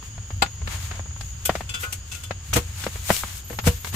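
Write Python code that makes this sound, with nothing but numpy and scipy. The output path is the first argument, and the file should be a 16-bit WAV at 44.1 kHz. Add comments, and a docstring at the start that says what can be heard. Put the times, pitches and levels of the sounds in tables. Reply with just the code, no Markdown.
"""Camp table in a tent at night

A small metal table is unfolded and set on the groundsheet: decaying tones and bursts of noise knock and ring.
Its wire legs snap and scrape in their clips as quick slips restrike the metal; low thuds are the feet landing.
Sleeves and hands rub as grainy swells of noise, and the tent walls add a short, weak tail.
Outside, coloured noise makes a low rumble, soft air, a cricket chorus and pulsing bush cricket calls.
"""
import sys
import numpy as np
from scipy import signal
from scipy.fft import rfft, irfft, next_fast_len
from scipy.io import wavfile
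from scipy.ndimage import uniform_filter1d

SR = 44100
rng = np.random.default_rng(int(sys.argv[2]) if len(sys.argv) > 2 else 0)


def generate_wav(signal):
    """Clip the signal to [-1, 1] and save it as 16-bit WAV at the path in sys.argv[1]."""
    frames = np.transpose(np.atleast_2d(signal))
    scaled = np.clip(frames, -1, 1) * 32767
    pcm = np.round(scaled).astype(np.int16)
    wavfile.write(sys.argv[1], SR, pcm)


N = 174195
T = np.arange(N) / SR  # seconds
BLOW = T[:SR // 3]  # time since one contact began, s
TURN = 2 * np.pi


def amp(db):
    """Turns decibels into a gain."""
    return 10 ** (np.asarray(db) / 20)


def unit(x):
    """Scales a sound to an average (rms) strength of 1."""
    return x / np.sqrt(np.mean(x ** 2) + 1e-20)


def read(points, hz):
    """Reads a table between its points, with pitch spaced as the ear hears it (logarithmically)."""
    f, value = np.transpose(points)
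    return np.interp(np.log(hz + 1), np.log(f + 1), value)


def level_over_time(points):
    """Turns a table of times and decibels into a gain that glides from point to point."""
    return amp(np.interp(T, *np.transpose(points)))


def add(mix, s, sound):
    """Adds a sound to the mix at time s, cutting it off at the end."""
    part = mix[:, max(round(s * SR), 0):][:, :sound.shape[-1]]
    part += sound[..., :part.shape[1]]


def play(rows, make_sound):
    """Makes one sound per table row: the first column is its time, the rest describe it."""
    out = np.zeros((2, N))
    for s, *row in rows:
        add(out, s, make_sound(*row))
    return out


# How alike left and right are, 1 = the same (f/Hz, likeness)
LIKENESS = [(100, .99), (300, 0.76), (700, 0.35), (1500, 0.17), (3000, 0.067), (8000, 0.033)]


def noise(colour, size, tilt=0):
    """Stereo noise of rms 1, alike in the bass and diffuse in the treble; tilt is dB/octave above 500 Hz."""
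    hz = np.fft.rfftfreq(size, 1 / SR)
    a, b = rfft(rng.standard_normal((2, size)))
    same = np.clip(read(LIKENESS, hz), 0, 1)
    mid = a * np.sqrt(1 + same)
    side = b * np.sqrt(1 - same)
    colour_db = read(colour, hz) + tilt * np.log2(np.maximum(hz, 500))
    return unit(irfft(np.array([mid + side, mid - side]) * amp(colour_db), size))


def dull(x, hz):
    """A soft contact has little treble: a two-pole low-pass takes it away."""
    return signal.lfilter(*signal.butter(2, min(hz, SR / 2 - 100), fs=SR), x)


def burst(rise, decay):
    """A loudness shape that rises smoothly, then dies away (both in seconds)."""
    fade_in = np.sin(np.pi / 2 * np.minimum(BLOW / rise, 1))
    return fade_in * np.exp(-np.maximum(BLOW - rise, 0) / decay)


def grains(size, depth, grain_s=0.001):
    """Uneven stick and slip, as a wavering gain of rms 1."""
    wander = uniform_filter1d(rng.standard_normal(size), max(int(grain_s * SR), 1))
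    return unit(np.exp(depth * unit(wander)))


def clicks(size, per_s, spread_db):
    """Random tiny contacts of uneven strength and either sign."""
    strength_db = spread_db * np.minimum(rng.exponential(1, size), 3)
    strength = amp(strength_db) * rng.choice([-1, 1], size)
    return strength * (rng.random(size) < per_s / SR)


def ring(modes, rise):
    """Struck metal rings as decaying tones, with phases that differ more between sides in the treble."""
    hz, db, t60 = np.transpose(modes)[:, :, None]
    side_phase = rng.standard_normal((2, len(modes), 1)) * (1 - read(LIKENESS, hz)) / 4
    phase = rng.random((len(modes), 1)) + side_phase  # in cycles
    tones = amp(db - 60 * BLOW / t60) * np.sin(TURN * (hz * BLOW + phase))
    return tones.sum(1) / np.linalg.norm(amp(db)) * np.minimum(BLOW / rise, 1)


# Tone of the low rumble, relative (f/Hz, level/dB)
RUMBLE_COLOUR = [(20, -40), (35, -32), (50, 3.5), (68, 2.5), (88, 6), (110, -1), (150, -12.5), (220, -23),
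                 (400, -40), (900, -90)]
# Rise and fall of the rumble (t/s, level/dB)
RUMBLE_LEVEL = [(0.0, -42.5), (0.19, -33), (0.3, -42.5), (0.34, -29), (0.59, -36), (0.64, -25), (0.75, -33),
                (2.45, -39), (2.57, -24), (2.63, -34.5), (3.61, -36.5), (3.67, -19), (3.81, -42.5),
                (3.95, -29.5)]


def rumble():
    """Bass-heavy noise that swells and sinks."""
    return level_over_time(RUMBLE_LEVEL) * noise(RUMBLE_COLOUR, next_fast_len(N))[:, :N]


# Tone of the soft air, relative (f/Hz, level/dB)
AIR_COLOUR = [(100, 13), (300, -1), (600, -5), (1500, -1), (2300, -5), (3000, 2), (4000, -8), (4800, -1),
              (5700, -7), (8300, -6.5), (10000, -19), (12500, -18.5), (16000, -21)]


def air():
    """Steady, soft noise behind everything."""
    return amp(-46.5) * noise(AIR_COLOUR, next_fast_len(N))[:, :N]


# Tone of the cricket chorus, relative (f/Hz, level/dB)
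CRICKET_COLOUR = [(4500, -58), (5900, -84), (6300, -5), (6550, 2.5), (6950, 5), (7150, -11.5),
                  (7500, -23.5), (9500, -59)]
# Loudness of the chorus, before a 0.5 dB lift (t/s, level/dB)
CRICKET_LEVEL = [(0.0, -45.5), (0.65, -43.5), (1.3, -42.5), (1.55, -48), (3.2, -45.5), (3.3, -47.5),
                 (3.95, -45.5)]


def crickets():
    """Many crickets blur into a narrow band of noise whose loudness drifts."""
    chorus = noise(CRICKET_COLOUR, next_fast_len(N))[:, :N]
    return amp(0.5) * level_over_time(CRICKET_LEVEL) * chorus


# Tone of cloth and skin, relative, before each rub's tilt (f/Hz, level/dB)
RUB_COLOUR = [(100, -25), (400, -26.5), (900, -12), (1700, -6.5), (3200, -2), (5500, -3), (8000, 1.5),
              (10300, -4), (13000, 0.5), (16000, -7)]
# Rubs of sleeves and palms (loudest t/s, level/dB, rise/s, fall/s, tilt/dB per octave)
RUBS = [(.045, -47, 0.015, 0.044, -4), (.735, -34.5, 0.049, 0.042, -5.5), (.84, -38.5, 0.049, 0.055, -4),
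        (.95, -42, 0.046, 0.056, -7.5), (1.25, -49, 0.065, 0.072, -2), (1.55, -42, 0.11, 0.078, -4),
        (1.76, -47, 0.072, 0.091, -3.5), (1.816, -33.5, 0.016, 0.036, -0.5),
        (1.932, -46.5, 0.06, 0.053, -1.5), (2.15, -45.5, 0.067, 0.11, -1.5),
        (2.499, -45.5, 0.053, 0.098, -3), (2.62, -46, 0.032, 0.27, -3.5), (2.825, -35.5, .055, 0.06, -3.5),
        (2.936, -40, 0.034, 0.11, -3), (3.135, -25.5, 0.066, 0.077, -1), (3.28, -38, 0.033, 0.063, -3.5),
        (3.375, -38, 0.056, 0.032, -.5), (3.519, -44.5, 0.047, 0.075, -1), (3.672, -26, 0.021, 0.017, -2),
        (3.721, -39.5, 0.024, 0.068, -2.5), (3.88, -37, 0.041, 0.026, -1.5), (3.95, -32.5, 0.019, .02, -5)]


def rubbing():
    """Cloth and skin stick and slip in grainy swishes, with tiny catches on the table."""
    catches_per_s, catch_db, catch_spread_db = 41, -19, 15.5
    tick_colour = [(100, -31), (600, -5), (2500, 2), (5000, 0), (15000, -17.5)]  # (f/Hz, level/dB)
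    out = np.zeros((2, N))
    for s, db, rise, fall, tilt in RUBS:
        start = max(s - 3 * rise, 0)
        t = T[:SR // 2] + start - s  # time from the loudest moment
        swell = np.exp(-.75 * (t / np.where(t < 0, rise, fall)) ** 2)
        swish = grains(len(t), depth=0.15) * noise(RUB_COLOUR, len(t), tilt)
        tick = noise(tick_colour, len(BLOW)) * np.exp(-BLOW / 0.0021)
        contacts = clicks(len(t), catches_per_s, catch_spread_db)
        catches = unit(signal.fftconvolve(tick, contacts[None], axes=1)[:, :len(t)])
        add(out, start, amp(db) * swell * (swish + amp(catch_db) * catches))
    return out


# Tones of the folded table while it is gripped; the snap uses them too (f/Hz, level/dB, 60 dB decay/s)
GRIPPED_MODES = [(498, -10, 0.033), (799, -6, 0.085), (1122, -16, 0.053), (1260, -5, 0.039),
                 (1427, -9, 0.09), (2103, -6.5, .04), (2585, -6, 0.047), (2950, -9, 0.036),
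                 (3600, -17, 0.085), (4030, -7, 0.024)]
# Knocks on the top (t/s, level/dB, pitch f/Hz, brightness f/Hz, clatter level/dB)
KNOCKS = [(0.0264, -33.5, 1010, 3000, -8), (0.1798, -32.5, 694, 2200, -10), (0.3048, -27, 800, 2220, -8),
          (0.461, -25, 1700, 3000, -8), (0.6161, -37, 550, 1500, 0), (0.674, -24.5, 1660, 2650, -2),
          (0.9119, -22.5, 1240, 2580, -7.5), (0.9946, -24.5, 700, 1800, -11), (1.0577, -40, 657, 1600, -2),
          (1.109, -43.5, 900, 2010, 0.5), (1.162, -42, 890, 2010, 0.5), (1.2094, -31.5, 734, 6500, -0.5),
          (1.4939, -5, 596, 1880, -12), (1.553, -16, 574, 3200, -8.5), (1.6075, -18.5, 700, 2090, -11),
          (2.3085, -17, 557, 2480, -8), (2.53, -25, 870, 1820, 2), (2.8385, -22.5, 1530, 5040, -5.5),
          (2.866, -11, 500, 2380, -14), (2.957, -29.5, 420, 2000, -5), (3.093, -22, 1880, 2960, -0.5),
          (3.1033, 0, 600, 1950, -13), (3.2351, -16.5, 1170, 1900, -9.5), (3.4995, -38, 492, 1800, 3.5),
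          (3.528, -35.5, 510, 1820, -1.5), (3.588, -20.5, 664, 3330, -2.5), (3.64, -30.5, 920, 1470, -0.5),
          (3.8456, -28, 1130, 3430, 0.5), (3.869, -34.5, 900, 2500, 1), (3.9278, -39, 935, 1800, 1)]


def knock(db, hz, bright_hz, clatter_db):
    """The hand-damped top pops for a cycle or two, rebounds, and the frame clatters after it."""
    pop_cycles, body_db = 1.1, -35
    push_hz, push_decay_s, push_delay_s, push_db = 196.3, 0.0041, 0.0037, -9
    clatter_rise_s, clatter_decay_s, tail_decay_s, tail_db = 0.0014, 0.0074, 0.0086, -24
    clatter_colour = [(100, 3.5), (280, -11.5), (400, -1), (600, -2), (1500, 0),
                      (3000, -1), (6000, 0), (15000, -3)]  # (f/Hz, level/dB)
    pop = np.exp(-BLOW * hz / pop_cycles) * np.cos(TURN * hz * BLOW)
    # The rebound is a slower push that starts a little late
    late = np.maximum(BLOW - push_delay_s, 0)
    push = amp(push_db) * np.exp(-late / push_decay_s) * np.sin(TURN * push_hz * late)
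    body = dull(pop + push + amp(body_db) * ring(GRIPPED_MODES, clatter_rise_s), bright_hz)
    body = dull(body, 4.3 * bright_hz)  # a second, gentler trim of the treble
    shape = burst(clatter_rise_s, clatter_decay_s) + amp(tail_db) * burst(clatter_rise_s, tail_decay_s)
    clatter = shape * unit(dull(noise(clatter_colour, len(BLOW)), bright_hz))
    return amp(db) * (body + amp(clatter_db) * clatter)


# Tone of a bush cricket, relative (f/Hz, level/dB)
CALL_COLOUR = [(8000, -38), (10800, -23), (11900, 2), (13000, -2), (14000, -6), (16000, -17)]
# Bush cricket calls (start t/s, length/s, level/dB before pulsing)
CALLS = [(0.272, 0.3, -62), (1.162, 0.34, -67), (3.436, 0.63, -45.5)]


def bush_cricket_call(length, db):
    """A high hiss pulses in quick syllables, with soft edges at start and end."""
    syllables_per_s, depth, edge_s = 22, .45, 0.02
    t = T[:SR]
    gate = np.clip(np.minimum(t, length - t) / edge_s, 0, 1)
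    pulse = 1 + depth * np.sin(TURN * syllables_per_s * t)
    return amp(db) * gate * pulse * noise(CALL_COLOUR, SR)


# Tone of the chattering leg, relative (f/Hz, level/dB)
SNAP_COLOUR = [(100, -9), (400, -3.5), (900, 0), (2600, -7.5), (4500, -5), (5600, -23.5), (7800, -10.5),
               (10000, -25.5), (12500, -20.5), (16000, -34)]
# A leg springs out of its clip (t/s, level/dB)
SNAPS = [(0.4202, -9)]


def snap(db):
    """A leg chatters against the gripped top as it leaves its clip: gritty noise over ringing metal."""
    rise_s, decay_s, grit_db, ring_db = 0.0046, 0.0085, -3, 4.5
    grit = noise(SNAP_COLOUR, len(BLOW)) * burst(rise_s, decay_s) * grains(len(BLOW), depth=0.12)
    return amp(db) * (amp(grit_db) * grit + amp(ring_db) * ring(GRIPPED_MODES, rise_s))


# Tone of the scraping hiss, relative (f/Hz, level/dB)
SCRAPE_COLOUR = [(100, -11), (700, -12), (1900, -9.5), (2700, 1), (3100, -2), (3550, -6), (4200, -5.5),
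                 (5200, -7), (6200, 0.5), (7000, -0.5), (8000, 0.5), (10000, -1), (11000, -3), (13000, 5.5),
                 (16000, -5)]
# Tones of the table top (f/Hz, level/dB, 60 dB decay/s)
TOP_MODES = [(491, -2.5, 0.28), (580, -15, 0.41), (715, -7.5, 0.22), (802, -14, 0.3), (1000, -9, 0.097),
             (1078, -4.5, .22), (1260, 0.5, 0.25), (1410, 4, 0.22), (1485, 9, 0.2), (1880, -15, 0.064),
             (2036, 3, 0.11), (2480, 3, 0.15)]
# Tones of the wire legs (f/Hz, level/dB, 60 dB decay/s)
WIRE_MODES = [(1480, -15, 0.067), (2480, -6, 0.095), (2647, 1.5, 0.13), (2900, -32, .12), (3060, 0.5, 0.16),
              (3134, -12, 0.2), (3430, 3, 0.13), (3570, 0, 0.089), (3900, -11, 0.092), (4673, -7, 0.089),
              (5010, -0.5, 0.1), (5500, -25, .14), (6400, -6, 0.032), (7460, -9, .05), (7540, 2, 0.063),
              (8184, 0, 0.055)]
# Legs scraping in their hinges (t/s, level/dB, rise/s, decay/s, brightness f/Hz, wire level/dB, top level/dB)
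SCRAPES = [(1.4514, -18, 0.0075, 0.012, 16000, -7, -15.5), (1.69, -34, 0.0083, 0.012, 6000, 9, -5),
           (1.738, -30.5, 0.011, .014, 5640, 10.5, 1), (1.829, -31.5, 0.012, 0.018, 2840, -7, 9),
           (1.923, -25, 0.0059, 0.012, 10100, -29, -22), (2.113, -34.5, 0.011, 0.032, 7040, 5.5, -6),
           (2.145, -36.5, .007, 0.0056, 6950, 2, -2.5), (2.234, -34, .005, 0.012, 8850, 1.5, -11),
           (2.5325, -17, .007, 0.01, 8350, -10, -26)]


def scrape(db, rise, decay, bright_hz, wire_db, top_db):
    """A quick run of slips keeps restriking a pair of wires and the top."""
    slips_per_s, slip_share = 300, 0.48
    twin_hz, twin_gain = 55.3, 0.38
    hiss = unit(dull(noise(SCRAPE_COLOUR, len(BLOW)), bright_hz))
    hiss = hiss * grains(len(BLOW), depth=0.07) * burst(rise, decay)
    # The paired legs are slightly unlike, so their tones beat against each other
    detune = rng.uniform(-1, 1, len(WIRE_MODES))
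    twin = np.array(WIRE_MODES) + np.outer(detune, [twin_hz, 0, 0])
    wires = (ring(WIRE_MODES, rise / 2) + twin_gain * ring(twin, rise)) / np.hypot(1, twin_gain)
    metal = amp(wire_db) * wires + amp(top_db) * dull(ring(TOP_MODES, rise / 2), bright_hz)
    # Each slip strikes the metal again
    slips = clicks(len(BLOW), slips_per_s, spread_db=4) * burst(rise, decay)
    slips = slips / (np.linalg.norm(slips) + 1e-9)
    restruck = signal.fftconvolve(metal, slips[None], axes=1)[:, :len(BLOW)]
    return amp(db) * (hiss + np.sqrt(1 - slip_share ** 2) * metal + slip_share * restruck)


# Tone of the crunching groundsheet, relative (f/Hz, level/dB)
CRUNCH_COLOUR = [(60, -20), (200, -1), (330, -6.5), (500, -10), (700, -12.5), (950, -9.5), (1600, -13),
                 (3000, -13.5), (5000, -20), (8000, -17), (10500, -20.5), (13000, -18), (16000, -30)]
# Tones of the table standing on its feet (f/Hz, level/dB, 60 dB decay/s)
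STANDING_MODES = [(220, -4, 0.056), (298, 6, 0.046), (370, -26, 0.034), (482, 8.5, 0.13),
                  (525, -6.5, 0.081), (663, 2.5, 0.059), (860, -6, 0.06), (933, -15, 0.084),
                  (1270, -27, 0.052), (2945, -19, .15), (3720, -24, .13)]
# Feet landing or shifting (t/s, thud level/dB, thud f/Hz, crunch level/dB, ring level/dB)
LANDINGS = [(2.5614, -12, 116, -16, -13.5), (3.504, -40, 119, -43, -26.5), (3.53, -40, 121, -44, -33.5),
            (3.6696, -8, 162.3, -18, -10), (3.943, -18.5, 131, -28.5, -47)]


def landings():
    """The feet crunch into the groundsheet, thud as a short low tone, and set the table ringing."""
    thud_rise_s, thud_decay_s = 0.0044, .011
    crunch_lead_s, crunch_rise_s, crunch_decay_s = 0.0081, 0.016, 0.015
    out = np.zeros((2, N))
    for s, thud_db, hz, crunch_db, ring_db in LANDINGS:
        thud = burst(thud_rise_s, thud_decay_s) * np.sin(TURN * hz * BLOW)
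        crunch = burst(crunch_rise_s, crunch_decay_s) * noise(CRUNCH_COLOUR, len(BLOW))
        add(out, s, amp(thud_db) * thud)
        add(out, s - crunch_lead_s, amp(crunch_db) * crunch)  # starts just before the thud
        add(out, s, amp(ring_db) * ring(STANDING_MODES, thud_rise_s))
    return out


def tent(x):
    """The fabric walls return a short, weak tail of fading noise."""
    tail_db, t60_s, rise_s = -19.5, .13, 0.0071
    tail_colour = [(100, 3), (1000, -5), (6000, 2), (15000, -13.5)]  # (f/Hz, level/dB)
    tail = noise(tail_colour, len(BLOW)) * burst(rise_s, t60_s / np.log(1000))
    tail = tail / np.linalg.norm(tail[0])
    return x + amp(tail_db) * signal.fftconvolve(x, tail, axes=1)[:, :N]


# How much louder the table and hands are on the left than on the right (f/Hz, level/dB)
LEFT_OVER_RIGHT = [(100, -2), (250, 2), (500, 3.5), (1200, 4), (2500, 6), (4500, 3), (7500, 9.5),
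                   (9000, 0.5), (13000, 4)]


def scene():
    """The table is handled a little to the left, with the night all around."""
    night = rumble() + air() + crickets() + play(CALLS, bush_cricket_call)
    table = play(KNOCKS, knock) + play(SNAPS, snap) + play(SCRAPES, scrape) + landings()
    near = tent(table + rubbing())
    size = next_fast_len(N + SR // 10)
    lean_db = read(LEFT_OVER_RIGHT, np.fft.rfftfreq(size, 1 / SR)) / 2  # half up left, half down right
    near = irfft(rfft(near, size) * amp([lean_db, -lean_db]), size)[:, :N]
    return near + night * amp([[.4], [-.4]])


def record(dry):
    """The loudest peaks are rounded off, then a low-pass removes the highest treble."""
    knee, ceiling, edge_hz = 0.62, .95, 15600  # knee and ceiling are shares of full scale
    room = ceiling - knee
    body = np.clip(dry, -knee, knee)
    rounded = body + room * np.tanh((dry - body) / room)
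    low_pass = signal.firwin(511, edge_hz, window=("kaiser", 9), fs=SR)
    return signal.oaconvolve(rounded, low_pass[None], "same")


dry = scene()
out = record(dry)
generate_wav(out)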